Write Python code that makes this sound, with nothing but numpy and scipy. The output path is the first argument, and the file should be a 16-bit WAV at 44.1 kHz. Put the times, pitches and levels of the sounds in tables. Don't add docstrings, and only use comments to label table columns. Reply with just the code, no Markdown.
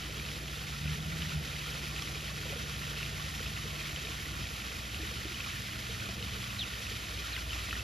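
import sys
import numpy as np
from scipy import signal
from scipy.fft import rfft, irfft, next_fast_len
from scipy.io import wavfile
from scipy.ndimage import map_coordinates

SR = 44100
rng = np.random.default_rng(int(sys.argv[2]) if len(sys.argv) > 2 else 0)


def int16_out(signal):
    q = np.round(np.clip(np.atleast_2d(signal).T, -1, 1) * 32767)
    wavfile.write(sys.argv[1], SR, q.astype(np.int16))


N = 345303


def amp(db):
    return 10 ** (np.asarray(db) / 20)


def unit(x):
    return x / np.sqrt(np.mean(x ** 2) + 1e-20)


def along(points, hz):
    f, v = np.transpose(points)
    return np.interp(np.log(hz + 1), np.log(f), v)


def curves(rows):
    s, *cols = np.transpose(rows)
    return [np.interp(np.arange(N) / SR, s, c) for c in cols]


def wobble(rate):
    knots = rng.standard_normal(int(N * rate / SR) + 4)
    return map_coordinates(knots, [np.arange(N) * rate / SR])


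def bumps(rows):
    t = np.arange(N) / SR
    return sum(db * np.exp(-(2 * (t - s) / length) ** 2) for s, length, db in rows)


def filtered(x, response):
    m = next_fast_len(N + SR // 2)
    return irfft(rfft(x, m) * response(np.fft.rfftfreq(m, 1 / SR)), m)[..., :N]


def tone(hz):
    return np.sqrt(2) * np.sin(2 * np.pi * (np.cumsum(hz) / SR + rng.random()))


def add(track, s, sound):
    part = track[round(s * SR):][:len(sound)]
    part += sound[:len(part)]


def ports(hz):
    # (frequency [Hz], level [dB])
    level_lean = [(60, 0), (160, -.4), (400, -1), (750, -5), (980, -1), (1400, -5.5), (1900, -4),
                  (2700, -.4), (4000, 0)]
    # (frequency [Hz], phase [rad])
    phase_lead = [(60, -.1), (180, -.38), (450, 0), (680, -.15), (900, 1.4), (1130, .9), (1340, 3.5),
                  (1600, 3.6), (1740, .55), (2600, .18), (5000, 0), (5700, -.9), (6600, -1), (7400, -1.8),
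                  (8000, -2.9), (8800, -3.3), (10000, -4.6), (11300, -6.2), (12800, -6.4), (14500, -8.8)]
    half = np.array([[.5], [-.5]])
    return amp(half * along(level_lean, hz)) * np.exp(1j * half * along(phase_lead, hz))


def spread(pair, spectrum):
    # (frequency [Hz], coherence [0-1])
    coherence = [(60, .99), (200, .96), (450, .92), (650, .65), (900, .52), (1250, .3), (1500, .6),
                 (1900, .68), (2600, .95), (4000, .995), (5000, .99), (5700, .83), (7300, .8), (8400, .96),
                 (10000, .8), (11000, .97), (12000, .95), (13800, .62)]

    def shares(hz):
        angle = np.arccos(np.clip(along(coherence, hz), 0, 1)) / 2
        return amp(along(spectrum, hz)) * np.array([np.cos(angle), np.sin(angle)])

    shared, apart = filtered(pair, shares)
    both = filtered(np.array([shared + apart, shared - apart]), ports)
    return both / np.std(both.mean(axis=0))


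def bubbles(rate, centre_hz, scatter, cycles, size_db):
    count = int(rate * N / SR)
    when, size = rng.random((2, count, 1))
    hz = np.clip(centre_hz * np.exp(scatter * rng.standard_normal((count, 1))), 100, SR / 3)
    k = np.arange(int(1.2 * cycles * SR / centre_hz))
    age = k / SR * hz / cycles
    level_db = -size_db * np.log(np.maximum(size, .01)) - 60 * age
    rings = amp(level_db) * np.sin(2 * np.pi * cycles * age * (1 + 0.14 * age))
    places = (when * N).astype(int) + k
    return unit(np.bincount(places.ravel(), rings.ravel(), N)[:N])


def shower(wash_db, **grain):
    return np.array([bubbles(**grain), bubbles(**grain)]) + amp(wash_db) * rng.standard_normal((2, N))


def rocks(x):
    # (frequency [Hz], width [Hz], gain [dB])
    hollows = [(1400, 100, 4), (1850, 180, 1.5), (2030, 48, 3), (2427, 105, 5), (2638, 84, 5.5),
               (2990, 110, 4.5), (3240, 93, 3.5), (3764, 88, 4)]

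    def resonance(f):
        return amp(sum(db / (1 + (2 * (f - hz) / width) ** 2) for hz, width, db in hollows))

    return filtered(x, resonance)


def waterfall():
    # (frequency [Hz], relative gain [dB])
    splash_shape, fizz_shape, gurgle_shape = [(500, -19), (950, -9.5), (1150, -4), (1400, -1.5),
                                              (1680, -3.5), (1900, -2.5), (2600, -1.5), (3300, .5),
                                              (4200, -.3), (5200, -1), (7000, -4.3), (9000, -7.8),
                                              (14000, -17)], [(4000, -20), (7000, -4), (8500, -2),
                                                              (11000, 0), (15000, -3)], [(150, -2), (240, -7.5),
                                                                            (315, 2), (380, -2.5),
                                                                            (450, 1.5), (540, -2),
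                                                                            (660, -0.5), (800, -2),
                                                                            (1000, -9), (1600, -42)]
    # (time [s], level [dB])
    splash_level, gurgle_level = [(0, -43.5), (1, -42.5), (2, -42.5), (3, -42.5), (4.9, -42.5), (6, -42.5),
                                  (7.83, -42.5)], [(0, -54), (1.4, -53.5), (3, -54), (4.1, -54.5),
                                                        (4.8, -55), (5.15, -53.5), (5.55, -57.5), (6, -54),
                                                        (6.9, -55.5), (7.45, -56.5), (7.83, -53)]
    # (time [s], length [s], change [dB])
    spurt_times = [(.48, 0.15, -1), (1.03, 0.098, -2.2), (1.22, .08, 1.5), (1.39, 0.081, -2),
                   (2.31, 0.15, -1), (2.46, 0.16, 0.9), (2.72, .07, 0.7), (2.97, 0.052, 1.7),
                   (3.275, 0.038, 1.8), (3.72, .09, -1), (3.84, 0.093, 2), (3.99, 0.054, 0),
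                   (4.34, 0.08, -1.5), (4.88, 0.14, -1.5), (5.43, .14, 1), (6.17, 0.041, -3.5),
                   (6.85, .2, 1.2), (7.3, .05, 1.3), (7.46, 0.077, -2.8), (7.56, 0.094, 2),
                   (7.67, 0.17, 0.9)]
    fizz_rel_db = -16.5

    spurt = unit(wobble(35) + wobble(90))
    surge_db = bumps(spurt_times)
    splash_db, = curves(splash_level)
    gurgle_db, = curves(gurgle_level)

    splatter = shower(wash_db=4.3, rate=1800, centre_hz=2900, scatter=.55, cycles=7, size_db=2.35)
    trickle = shower(wash_db=-20, rate=160, centre_hz=2200, scatter=.45, cycles=60, size_db=2.5)
    spray = shower(wash_db=6.0, rate=3100, centre_hz=10200, scatter=0.1, cycles=9.3, size_db=2.3)
    pockets = shower(wash_db=11.5, rate=140, centre_hz=494.0, scatter=0.395, cycles=36.0, size_db=0.5)

    splash = spread(rocks(splatter + amp(-6.5) * trickle), splash_shape)
    fizz = spread(spray, fizz_shape)
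    gurgle = spread(pockets, gurgle_shape)

    splash_gain = amp(surge_db + 0.84 * spurt)
    fizz_gain = amp(fizz_rel_db + 0.48 * surge_db + .45 * spurt + 1.0 * wobble(36))
    return amp(splash_db) * (splash_gain * splash + fizz_gain * fizz) + amp(gurgle_db) * gurgle


def alligator():
    # (multiple of the pitch, relative level [dB])
    throat = [(1, -5), (2, -2.5), (2.5, -20), (3, -23), (4, -28)]
    # (time [s], level [dB])
    effort = [(.76, -70), (.805, -39), (.85, -34.5), (.9, -36.5), (.97, -40.5), (1.12, -38.5),
              (1.29, -38.5), (1.36, -34.5), (1.41, -35.5), (1.45, -48), (1.5, -70)]
    # (frequency [Hz], relative gain [dB])
    rasp_shape = [(40, -27), (75, 4), (170, 8), (260, -19), (600, -56)]
    start_s, length_s = .78, .68
    rest_hz, arch_hz = 71.7, 8.9
    throb_hz, throb_rms_db = 13.5, 3

    t = np.arange(N) / SR - start_s
    arch = np.sin(np.pi * np.clip(t / length_s, 0, 1)).clip(0) ** 0.8
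    pitch_hz = (rest_hz + arch_hz * arch) * (1 + .006 * wobble(35))
    voice = sum(amp(level + 0.84 * wobble(24.8)) * tone(k * pitch_hz) for k, level in throat)
    rasp = unit(filtered(rng.standard_normal(N), lambda hz: amp(along(rasp_shape, hz))))

    effort_db, = curves(effort)
    push = amp(effort_db) - amp(effort_db.min())
    throb_db = throb_rms_db * arch * (tone(throb_hz + wobble(8.2)) - .5)
    return push * amp(throb_db) * (voice + amp(-16) * rasp)


def engine():
    # (time [s], mean cycle rate [Hz])
    speed = [(0, 24.55), (1.2, 24.55), (2.4, 24.3), (4.4, 24.15), (5, 23.8), (6.55, 23.5), (7.05, 20.4),
             (7.83, 19.5)]
    # (time [s], level [dB])
    loudness = [(0, -50.5), (1.1, -46), (2.3, -46.3), (4.4, -48.3), (4.7, -55), (5.1, -51), (6.5, -48.5),
                (6.85, -50), (7.2, -48), (7.83, -47)]
    # (order, relative level before the turn [dB], and after it [dB])
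    orders = [(3, -11.5, -3), (4, -12, -6.5), (5, -12.5, 0), (6, -0.5, -7), (7, -12, -32), (8, -11.5, -5),
              (9, -16, -7.5)]
    turn_s, turn_length_s = 4.54, 0.22
    dull_per_order_db = 2.6

    cycle_hz, = curves(speed)
    db, = curves(loudness)
    turned = np.clip(.5 + (np.arange(N) / SR - turn_s) / turn_length_s, 0, 1)
    slowness = (cycle_hz.max() - cycle_hz) / np.ptp(cycle_hz)
    dull_db = dull_per_order_db * slowness ** 2
    cycle_hz = cycle_hz * (1 + 0.0028 * wobble(7))
    lowest = orders[0][0]

    drone = np.zeros(N)
    for k, before, after in orders:
        order_db = db + before + (after - before) * turned - dull_db * (k - lowest)
        waver_db = 1.04 * wobble(3.1) + 0.54 * wobble(15)
        drone += amp(order_db + waver_db) * tone(k * cycle_hz)
    return drone


def pump():
    hum = amp(-49.3 + 1.4 * wobble(2.88)) * tone(59.1 + 0.13 * wobble(2.9))
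    whine = amp(-71 + 3 * wobble(4)) * tone(646 + 4 * wobble(12))
    return hum + whine


def drops():
    # (time [s], ring level [dB], ring frequency
    # [Hz], 60 dB decay time [s])
    drop_rings = [(.5565, -35, 3570, .01), (1.2217, -28, 2930, .014), (1.2945, -30.5, 2750, .012),
                  (1.963, -30, 2600, .013), (2.022, -27, 3400, .005), (2.023, -25, 5550, .008),
                  (2.0235, -36, 1150, 0.049), (2.301, -40, 1120, 0.059), (2.431, -34, 1450, .016),
                  (2.4982, -34, 2520, .012), (2.961, -38, 2340, 0.0087), (3.0115, -30, 3000, .01),
                  (3.03, -26, 2700, .011), (3.4615, -33, 2570, .012), (3.796, -35, 2400, .014),
                  (3.962, -28, 3120, 0.015), (4.071, -32, 2500, .016), (4.7202, -33, 2560, .012),
                  (4.9452, -31, 2760, 0.018), (5.4044, -27, 2580, .016), (6.002, -33, 2440, .012),
                  (6.2267, -28, 2950, .014), (6.914, -38, 1990, 0.012), (7.365, -28.5, 2030, .023),
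                  (7.377, -34, 1540, .035), (7.507, -32, 3030, 0.014), (7.532, -28, 2690, 0.013),
                  (7.7283, -26.5, 1380, 0.023), (7.729, -29, 1850, .018), (7.731, -32, 2500, .016),
                  (7.754, -33, 1880, 0.028), (7.767, -39, 1400, .03)]
    tick_db, tick_t60_s = -6, 0.0049
    spray_db, spray_t60_s = -13, .04

    track, t = np.zeros(N), np.arange(SR // 6) / SR
    splat = amp(tick_db - 60 * t / tick_t60_s) + amp(spray_db - 60 * t / spray_t60_s)
    for s, db, hz, t60 in drop_rings:
        ring = amp(-60 * t / t60) * np.sin(2 * np.pi * hz * t)
        add(track, s, amp(db) * (ring + splat * rng.standard_normal(len(t))))
    return filtered(track, lambda hz: 1 / (1 + (hz / 6200) ** 6) / (1 + (900 / (hz + 1)) ** 6))


def gulps():
    # (time [s], level before the soft start [dB], ring frequency [Hz], 60 dB decay time [s])
    gulp_rings = [(2.455, -34.5, 516, 0.045), (2.461, -42, 330, .06), (2.5, -39, 430, 0.07),
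                  (2.524, -33, 690, 0.036), (2.527, -31, 558, 0.044), (2.56, -39, 476, .1),
                  (3.403, -36, 490, 0.043), (3.972, -42, 517, .06), (4.267, -42, 467, 0.066),
                  (4.994, -38, 317, 0.15), (5.03, -42, 420, .08), (5.111, -43, 487, 0.087),
                  (5.25, -36, 321, 0.085), (5.254, -39, 405, 0.057), (5.31, -41, 340, 0.11),
                  (5.89, -44, 460, 0.21), (6.09, -40, 670, .06), (6.204, -40, 470, 0.085),
                  (6.915, -35.5, 452, 0.045), (7.759, -42, 420, .05), (7.774, -42, 380, .05)]
    attack_s = 0.002

    track, t = np.zeros(N), np.arange(SR // 4) / SR
    for s, db, hz, t60 in gulp_rings:
        envelope = amp(db - 60 * t / t60) * (1 - np.exp(-t / attack_s))
        add(track, s, envelope * np.sin(2 * np.pi * hz * t))
    return track


def bird():
    # (time [s], length [s], mean start pitch [Hz], mean end pitch [Hz], level before fade [dB])
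    chirp_rows = [(6.584, .066, 4050, 2350, -31.3), (7.324, .058, 4300, 2300, -37.3)]
    fade_db = 7
    rasp_depth, rasp_hz = .38, 450

    track = np.zeros(N)
    for s, length, start_hz, end_hz, db in chirp_rows:
        u = np.linspace(0, 1, int(length * SR))
        hoarse = 1 + .029 * wobble(900)[:len(u)]
        hz = (start_hz + (end_hz - start_hz) * u ** 1.4) * hoarse
        envelope = amp(db - fade_db * u) * np.abs(np.sin(np.pi * u)) ** .6
        add(track, s, envelope * np.sin(2 * np.pi * np.cumsum(hz) / SR))
    flutter = amp(2 * wobble(200))
    return track * flutter * (1 + rasp_depth * wobble(2 * rasp_hz))


def rumble():
    # (frequency [Hz], relative gain [dB])
    rumble_shape = [(20, -36), (35, -20), (48, -9), (60, -3.5), (74, 1), (88, -4), (105, -2.5),
                    (150, -12.5), (210, -10), (260, -16), (330, -17.5), (600, -59)]
    # (time [s], length [s], rise [dB])
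    swells = [(2.55, .24, 1.7), (3.44, 0.15, 4), (4.2, 0.58, 1.7), (4.41, 0.087, 6.6)]
    level_db = -47 + bumps(swells) + 0.68 * wobble(10)
    return amp(level_db) * spread(rng.standard_normal((2, N)), rumble_shape)


def walls(x, t60, wet_db):
    t = np.arange(SR // 2) / SR
    tail = rng.standard_normal((2, len(t))) * amp(-60 * t / t60) * (t > .006)
    echo = signal.fftconvolve(x[None], tail / np.linalg.norm(tail[0]), axes=1)[:, :N]
    return x + amp(wet_db) * echo


def scene():
    low = filtered(alligator() + engine() + pump(), ports)
    near = walls(drops() + gulps() + bird(), t60=0.051, wet_db=-15.0)
    return waterfall() + low + near + rumble()


def record(dry):
    return filtered(dry, lambda hz: hz < 14550)


dry = scene()
out = record(dry)
int16_out(out)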